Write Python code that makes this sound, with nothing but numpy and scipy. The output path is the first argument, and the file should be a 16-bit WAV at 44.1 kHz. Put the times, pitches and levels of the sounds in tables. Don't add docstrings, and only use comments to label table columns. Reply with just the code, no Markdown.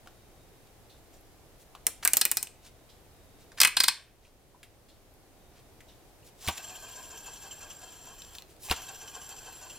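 import sys
import numpy as np
from scipy import signal
from scipy.fft import rfft, irfft, next_fast_len
from scipy.io import wavfile
from scipy.ndimage import uniform_filter1d, map_coordinates

SR = 44100
rng = np.random.default_rng(int(sys.argv[2]) if len(sys.argv) > 2 else 0)


def transcribe(u):
    v = np.clip(np.atleast_2d(u).T, -1, 1)
    q = np.round(v * 32767).astype(np.int16)
    wavfile.write(sys.argv[1], SR, q)


def field_ratio(decibels):
    return 10 ** (np.asarray(decibels, dtype=float) / 20)


N = 431298
TIME = np.arange(N) / SR

# tick time in seconds, plunger tick level in dB, wait for the seating knock in ms
# (from LEAD samples before the tick), knock level in dB, knock pitch in Hz.
NOTCHES = [(1.8672, -9.5, 2.5, -29.5, 1670), (2.05, -9, 4, -16, 2005), (2.0754, -11, 3.4, -20, 2040),
           (2.134, -7.5, 2.56, -21, 2500), (2.1696, -8, 2.9, -22.5, 5000), (2.2125, -11, 2.76, -10.5, 4100),
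           (2.2523, -9.5, 3.9, -20.5, 2500), (2.3146, -11.5, 3.7, -22.5, 2400),
           (2.3700, -13.5, 1.15, -14, 5500), (2.4280, -18.5, 1.5, -32.5, 2800),
           (3.602, -13.5, 1.66, -6.5, 5000), (3.6142, -10.5, 1.44, -4.5, 3993), (3.632, -15, 1.8, -7, 2700),
           (3.6484, -12, 1.94, -4.5, 2500), (3.673, -15, 3.9, -14.5, 2500), (3.767, -19, 3.2, -6, 4020),
           (3.8014, -13.5, 3.1, -3.5, 4250), (3.8356, -12, 4, -5.5, 4130), (3.8810, -15.5, 2.9, -1, 4000)]
LEAD = 32
# time in seconds, mean lag of the left port in microseconds.
LEVER_LAG_US = [(1.87, 28), (2.05, 21), (2.43, 13), (3.6, 13.5), (3.68, 25), (3.77, 27), (3.88, 22)]
# frequency in Hz, relative level in dB, t60 in seconds.
PLATE_MODES = [(1010, -15.5, 0.2), (1654, -7, 0.087), (2200, -13.5, .1), (2515, -4, 0.12), (2976, -8, 0.1),
               (4200, -6.5, 0.17), (5000, -11.5, 0.082), (5500, -13, .12), (7760, -9.5, .12),
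               (8680, -4.5, 0.14), (11260, -22.5, 0.13), (13920, -10.5, .1)]
# frequency in Hz, relative level in dB per Hz.
TICK_COLOUR = [(880, -42), (1500, -15), (3320, -14.5), (6210, -5.5), (8570, 1), (9570, -0.5), (11500, -6.5),
               (13900, 2.5), (15200, -3.5), (16600, -29)]
# frequency in Hz, relative level
# in dB per Hz.
BODY_COLOUR = [(100, -13.5), (400, -12.5), (1000, 3.5), (1700, 2), (2500, -0.5), (3400, -3), (4300, -0.5),
               (5300, 0.5), (6600, -6), (8600, 4.5), (11500, -4), (14000, -2.5), (16500, -19.5)]
TICK_T60_S, JOLT_UNDER_TICK_DB = 0.019, 27.5
STRIKE = 2.5

# time in seconds, speed in turns/s, spool angle in turns, snap level in dB,
# lowest jolt pitch in Hz.
FLICKS = [(6.484, 8.58, 0.28, -14, 77), (8.712, 8.48, .596, -13.5, 63)]
# frequency in Hz, width in Hz (before widening 1.5 times), relative
# level in dB, then load in dB per unit of the once-a-turn throb, the twice-a-turn kick and the flutter.
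SPOOL_MODES = [(438, 60, -10, 4.5, -4.5, 6), (741, 190, -7, 4, -0.5, 2), (1032, 163, -10, 5.5, 0.5, 5),
               (1596, 113, -5, 3, 1, 0.5), (2437, 49, -18, 1.5, -2, -17), (2653, 130, -10, 3, 4.5, 4.5),
               (3046, 300, -16.5, -4.5, 8, 7.5), (3168, 68, -6, 5.5, -0.5, 5.5),
               (3267, 50, -6.5, -4, 0.5, 4), (4250, 74, -8.5, -0.5, 1.5, 3.5),
               (4580, 120, -18, 5.5, -2, 7.5), (5930, 290, -10, -1.3, 7, 5.5), (7050, 45, -5.5, 1, 12, 0.5),
               (7418, 117, 1.5, -1, 4.5, 4), (10560, 100, -8, -5.5, -0.5, 6),
               (13870, 180, -4, -1, 3.5, 0.5)]
# frequency in Hz, relative level in dB per Hz.
ROLL_COLOUR = [(290, -34), (500, -8.5), (1100, -3), (2100, -11), (3160, -8.5), (6010, -4), (6560, -14.5),
               (7270, 3), (8540, -10), (11000, -7), (12500, -23), (14500, -11), (15800, -32),
               (16300, -60.5)]
SPOOL_LAG_US = 23
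PUSH_S, UP_TO_SPEED_S = 0.08, 0.077
SLOWS_TURNS_PER_S2 = 3.025
BRAKE_AT_S, BRAKE_S = 8.36, 0.077
WHIRR_DB, WHIRR_DB_PER_DECADE, REFERENCE_TURNS_PER_S = -46, 16.5, 8.1

# delay in ms, level over the snap in dB, pitch in Hz, t60 in seconds.
SNAP_CONTACTS = [(0, -1.5, 3490, .014), (2, -8.5, 896, 0.059), (10, -14.5, 1000, 0.034)]
# delay in ms, level over the snap in dB, multiple of the lowest jolt
# pitch, t60 in seconds.
JOLT_MODES = [(-8, -12, 1, 0.091), (-3, -18, 2.47, 0.068), (-0.5, -19, 4.35, 0.054), (1, -21, 7.5, 0.039)]
# time in seconds, level in dB, pitch in Hz, t60 in seconds.
TAPS = [(.06, -52, 798, 0.046), (.073, -43.5, 1060, .05), (.672, -58.5, 3500, .03),
        (1.7504, -43, 1000, .06), (2.471, -33.5, 2812, .019), (3.518, -49, 1474, .06),
        (4.63, -44.5, 2796, 0.12), (5.805, -50, 2200, 0.068), (6.466, -31, 4490, .012),
        (6.4747, -26, 3485, .018), (6.478, -26.5, 2700, .02), (6.579, -27, 3998, .011),
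        (8.22, -36, 4100, 0.012), (8.248, -41.5, 4000, 0.012), (8.335, -44, 10000, .012),
        (8.351, -36.5, 3780, .025), (8.3845, -31.5, 3990, 0.011), (8.422, -36.5, 4195, 0.0115),
        (8.565, -50.5, 3494, .015), (8.686, -43, 870, 0.11), (8.698, -31.5, 2817, 0.061),
        (8.708, -30, 1098, .05), (8.724, -27.5, 1910, .03), (8.738, -37, 1000, .033),
        (9.291, -36, 7200, 0.018)]
BROAD_DB = -15.5
OVERTONE, OVERTONE_DB = 2.7, -8.5
# time in seconds, level in dB, pitch in Hz, t60 in seconds.
PINGS = [(1.208, -53, 11960, .03), (4.25, -46.5, 2630, .04), (4.545, -51.5, 938, 0.093),
         (5.138, -52, 11520, .025), (6.228, -57, 2700, .03), (7.188, -54, 12160, .024)]
PING_WIDTH = .2
# start in seconds, length in seconds, level in dB, pitch in Hz.
STROKES = [(1.099, 0.1, -63, 4490), (1.575, .08, -60, 7070), (2.023, .02, -37, 2200),
           (2.033, .03, -42, 8040), (2.613, 0.1, -53, 3910), (3.369, 0.1, -63, 4000),
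           (3.57, .03, -38.5, 2200), (4.206, 0.11, -61, 2810), (5.53, .1, -62, 2500),
           (6.228, 0.09, -56.5, 5950), (6.359, 0.21, -47, 5000), (6.561, .035, -45, 3994),
           (8.297, .14, -58.5, 8090), (8.462, .1, -61, 5990), (8.584, 0.15, -44.5, 8470),
           (8.655, 0.11, -46.5, 4020)]

# frequency in Hz, left over right in dB.
LEFT_OVER_RIGHT_DB = [(60, 0.5), (300, 4), (1650, 0.4), (6000, 0.8), (10000, 1.5), (15000, -1.5)]
# frequency in Hz, t60 in seconds, nearest surfaces over the tail in dB,
# left-right likeness from 0 to 1.
ROOM_BANDS = [(300, 0.13, 3.5, 0.61), (1000, 0.31, 16, 1), (2500, 0.45, 4, 0.97), (4300, 0.3, 4.5, 0.75),
              (6500, 0.3, 4.5, .3), (9000, 0.29, 5.5, .1), (15120, 0.16, 8, .05)]
# first tick in seconds, period in seconds.
CLOCK_TIMES_S = (.893, .9975)
CLOCK_DB = -54
# frequency in Hz, relative level in dB per Hz.
AIR_COLOUR = [(12, -28.5), (20, 1), (48, -3), (118, -5), (190, -12.5), (363, -9), (494, -11.5), (760, -13),
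              (900, -18), (1290, -22.5), (3080, -27), (6000, -29.5), (14100, -31), (15800, -36),
              (16300, -59)]
# frequency in Hz, left-right likeness.
AIR_LIKENESS = [(60, 0.67), (150, 0.44), (380, 0.78), (950, 0.64), (2380, 0.2), (5980, 0.05),
                (15000, -0.01)]
AIR_DB = -57.5
# start in seconds, end in seconds.
WHINE_SPANS_S = [(.1, .72), (2.55, 2.9), (3.1, 3.5), (5.3, 5.7)]
WHINE_HZ, WHINE_DB = 3740, -78.5


def unit(x):
    return x / np.sqrt(np.mean(x ** 2) + 1e-20)


def along(points, hz, axis=1):
    columns = np.transpose(points)
    return np.interp(np.log(hz + 1), np.log(columns[0] + 1), columns[axis])


def filtered(x, response):
    m = next_fast_len(x.shape[-1] + 4096)
    return irfft(rfft(x, m) * response(np.fft.rfftfreq(m, 1 / SR)), m)[..., :x.shape[-1]]


def peak(hz, width_hz):
    return lambda f: 1j * f * width_hz / (hz * hz - f * f + 1j * f * width_hz)


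def wobble(rate_hz, size):
    return map_coordinates(rng.standard_normal(size // 100), [np.arange(size) * rate_hz / SR])


def add(track, s, sound):
    part = track[..., round(s * SR):][..., :sound.shape[-1]]
    part += sound[..., :part.shape[-1]]


def blow(colour, t60, rise_s, ring_db):
    t = np.arange(SR // 4) / SR
    impact = STRIKE * (np.arange(len(t)) == round(rise_s * SR))
    burst = unit(filtered(rng.standard_normal(len(t)) + impact, colour))
    burst = burst * (.7 * field_ratio(-60 * t / t60) + .6 * field_ratio(-240 * t / t60))
    hz, db, ring_t60 = np.transpose(PLATE_MODES)[:, :, None]
    shape = (len(PLATE_MODES), len(t))
    waver = np.cumsum(rng.standard_normal(shape), 1) * np.sqrt(hz / SR) * .35
    level_db = db + ring_db + 2 * rng.standard_normal((len(PLATE_MODES), 1)) - 60 * t / ring_t60
    modes = abs(colour(hz)) * field_ratio(level_db) * np.sin(2 * np.pi * hz * t + waver)
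    return (burst + modes.sum(0)) * (1 - np.exp(-t / rise_s))


def lever():
    track, pair = np.zeros(N), np.zeros((2, N))
    bright = lambda f: field_ratio(along(TICK_COLOUR, f))
    for s, tick_db, wait_ms, knock_db, hz in NOTCHES:
        dull = lambda f: field_ratio(along(BODY_COLOUR, f)) * (abs(peak(hz, .35 * hz)(f)) + 0.12)
        tick = field_ratio(tick_db) * blow(bright, TICK_T60_S, .00015, ring_db=-28)
        jolt = field_ratio(tick_db - JOLT_UNDER_TICK_DB) * blow(peak(550, 1000), 0.094, 0.0016, ring_db=-30.5)
        knock = field_ratio(knock_db) * blow(dull, .028, 0.0011, ring_db=-15)
        click = np.pad(tick, (LEAD, 0))
        add(click, 0, jolt)
        add(click, wait_ms / 1000, knock)
        lag_us = np.interp(s, *np.transpose(LEVER_LAG_US)) + 4 * rng.standard_normal()
        add(track, s - LEAD / SR, click)
        add(pair, s - LEAD / SR, ports(click, lag_us))
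    return track, pair


def rotation(t):
    speed, turns = np.zeros(len(t)), np.zeros(len(t))
    for s, top, angle, _, _ in FLICKS:
        run = top - SLOWS_TURNS_PER_S2 * np.maximum(t - s, 0)
        run = run * np.clip((t - s + PUSH_S) / UP_TO_SPEED_S, 0, 1)
        if s < BRAKE_AT_S:
            run = run * np.clip(1 - (t - BRAKE_AT_S) / BRAKE_S, 0, 1)
        run = np.maximum(run, 0)
        swept = np.cumsum(run) / SR
        speed = speed + run
        turns = np.where(t > s - PUSH_S, angle + swept - np.interp(s, t, swept), turns)
    return speed, turns


def spool():
    t = TIME[6 * SR:]
    speed, turns = rotation(t)
    throb = 1.04 * np.cos(2 * np.pi * (turns - .2)) + 0.38 * np.cos(4 * np.pi * (turns - .2))
    since = np.minimum(turns % 1, (turns - .47) % 1) * 2
    kick = np.exp(-since / .22) * (1 - np.exp(-since / .03)) * (2.1 + .25 * wobble(16, len(t)))
    rattle = wobble(90, len(t))
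    grit = lambda: rng.standard_normal(len(t))
    hiss = unit(filtered(grit(), lambda f: field_ratio(along(ROLL_COLOUR, f))))
    hiss = field_ratio(-7 + 0.77 * throb + 4.2 * kick + rattle) * hiss
    rings = 0
    for hz, width_hz, db, throb_db, kick_db, flutter_db in SPOOL_MODES:
        flutter = np.tanh(.7 * rattle + .7 * wobble(55, len(t)))
        load_db = throb_db * throb + kick_db * kick + flutter_db * flutter
        rings = rings + field_ratio(db) * filtered(field_ratio(load_db) * grit(), lambda f: peak(hz, 1.5 * width_hz)(f) ** 2)
    level_db = WHIRR_DB + WHIRR_DB_PER_DECADE * np.log10(speed / REFERENCE_TURNS_PER_S + 1e-4)
    return np.pad(field_ratio(level_db) * unit(hiss + unit(rings)), (N - len(t), 0))


def taps():
    track = np.zeros(N)
    snaps = [(s + ms / 1000, db + over_db, hz, t60)
             for s, _, _, db, _ in FLICKS for ms, over_db, hz, t60 in SNAP_CONTACTS]
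    for s, db, hz, t60 in TAPS + snaps:
        main, over = peak(hz, 1.1 * hz), peak(OVERTONE * hz, 1.1 * OVERTONE * hz)
        clack = peak(1800, 9000)
        colour = lambda f: main(f) ** 2 + field_ratio(OVERTONE_DB) * over(f) ** 2 + field_ratio(BROAD_DB) * clack(f)
        add(track, s, field_ratio(db) * blow(colour, t60, 0.0003, ring_db=-23))
    return track


def pings():
    track = np.zeros(N)
    for s, db, hz, t60 in PINGS:
        colour = lambda f: peak(hz, PING_WIDTH * hz)(f) ** 2
        add(track, s, field_ratio(db) * blow(colour, t60, 0.0008, ring_db=-30))
    return track


def strokes():
    track = np.zeros(N)
    for s, length_s, db, hz in STROKES:
        size = round(length_s * SR)
        slips = rng.standard_normal(size) * field_ratio(2 * wobble(300, size))
        rub = unit(filtered(slips, lambda f: peak(hz, 2.6 * hz)(f) ** 2))
        add(track, s, field_ratio(db) * np.hanning(size) * rub)
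    return track


def flick_jolts():
    track, t = np.zeros(N), np.arange(SR // 3) / SR
    for s, _, _, db, hz in FLICKS:
        for ms, over_db, multiple, t60 in JOLT_MODES:
            envelope = field_ratio(db + over_db - 60 * t / t60) * (1 - np.exp(-t / 0.0012))
            add(track, s + ms / 1000, envelope * np.sin(2 * np.pi * multiple * hz * t))
    return track


def hands():
    return taps() + pings() + strokes() + flick_jolts()


def ports(x, lag_us):
    half = lambda f: field_ratio(along(LEFT_OVER_RIGHT_DB, f) / 2) * np.exp(-1j * np.pi * f * lag_us / 10 ** 6)
    return filtered(x, lambda f: np.array([half(f), 1 / half(f)]))


def room(x):
    out, step = np.zeros((2, N + SR)), SR * 3 // 10
    for start in range(0, N, step):
        hz, t, z = signal.stft(rng.standard_normal((2, SR // 3)), SR, nperseg=128)
        t60, early_db, alike = (along(ROOM_BANDS, hz, axis=k)[:, None] for k in (1, 2, 3))
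        turn = np.arccos(np.clip(alike, -1, 1)) / 2
        decay = field_ratio(-60 * t / t60) + field_ratio(early_db - 60 * t / .04)
        mid, side = z * decay * [np.cos(turn), np.sin(turn)]
        tail = signal.istft(np.array([mid + side, mid - side]), SR, nperseg=128)[1]
        wet = signal.fftconvolve(x[None, start:start + step], tail / np.linalg.norm(tail[0]), axes=1)
        out[:, start + 60:][:, :wet.shape[1]] += wet
    return out[:, :N]


def clock():
    track, t = np.zeros(N), np.arange(SR // 10) / SR
    colour = lambda f: peak(3600, 900)(f) - .6 * peak(5500, 1500)(f) + 0.32 * peak(7500, 3000)(f)
    first_s, period_s = CLOCK_TIMES_S
    for s in np.arange(first_s, N / SR, period_s):
        tick = unit(filtered(rng.standard_normal(len(t)), colour))
        add(track, s, field_ratio(CLOCK_DB - 60 * t / .15) * tick)
    return track


def whine():
    tone = field_ratio(WHINE_DB + 3 * wobble(12, N)) * np.sin(2 * np.pi * WHINE_HZ * TIME + wobble(20, N))
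    gate = sum((a < TIME) & (TIME < b) for a, b in WHINE_SPANS_S) * 1.
    return tone * uniform_filter1d(gate, size=2000)


def air():
    turn = lambda f: np.arccos(np.clip(along(AIR_LIKENESS, f), -1, 1)) / 2
    spread = lambda f: np.array([np.ones_like(f), np.tan(turn(f))])
    mid, side = filtered(rng.standard_normal((2, N)), lambda f: field_ratio(along(AIR_COLOUR, f)) * spread(f))
    return field_ratio(AIR_DB) * np.array([mid + side, mid - side]) / np.std(mid)


def scene():
    clicks, click_pair = lever()
    near = spool() + hands()
    direct = click_pair + ports(near, SPOOL_LAG_US)
    return direct + room(field_ratio(-8.5) * (clicks + near) + clock()) + air() + whine()


def gain_control(x, knee_db, slope, hold_s, back_db_per_s):
    size = round(hold_s * SR)
    power = uniform_filter1d((x ** 2).mean(0), size, origin=size // 2 - 1)
    level_db = 10 * np.log10(abs(power) + 1e-12)
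    cut_db = slope * np.maximum(level_db - knee_db, 0)
    cut_db = np.maximum.accumulate(cut_db + back_db_per_s * TIME) - back_db_per_s * TIME
    return x * field_ratio(-cut_db)


def roll_off(x):
    return signal.sosfilt(signal.butter(12, 16800, fs=SR, output="sos"), x)


def record(dry):
    mix = gain_control(dry, knee_db=-28.5, slope=0.82, hold_s=0.59, back_db_per_s=3.0)
    return roll_off(mix)


dry = scene()
out = record(dry)
transcribe(out)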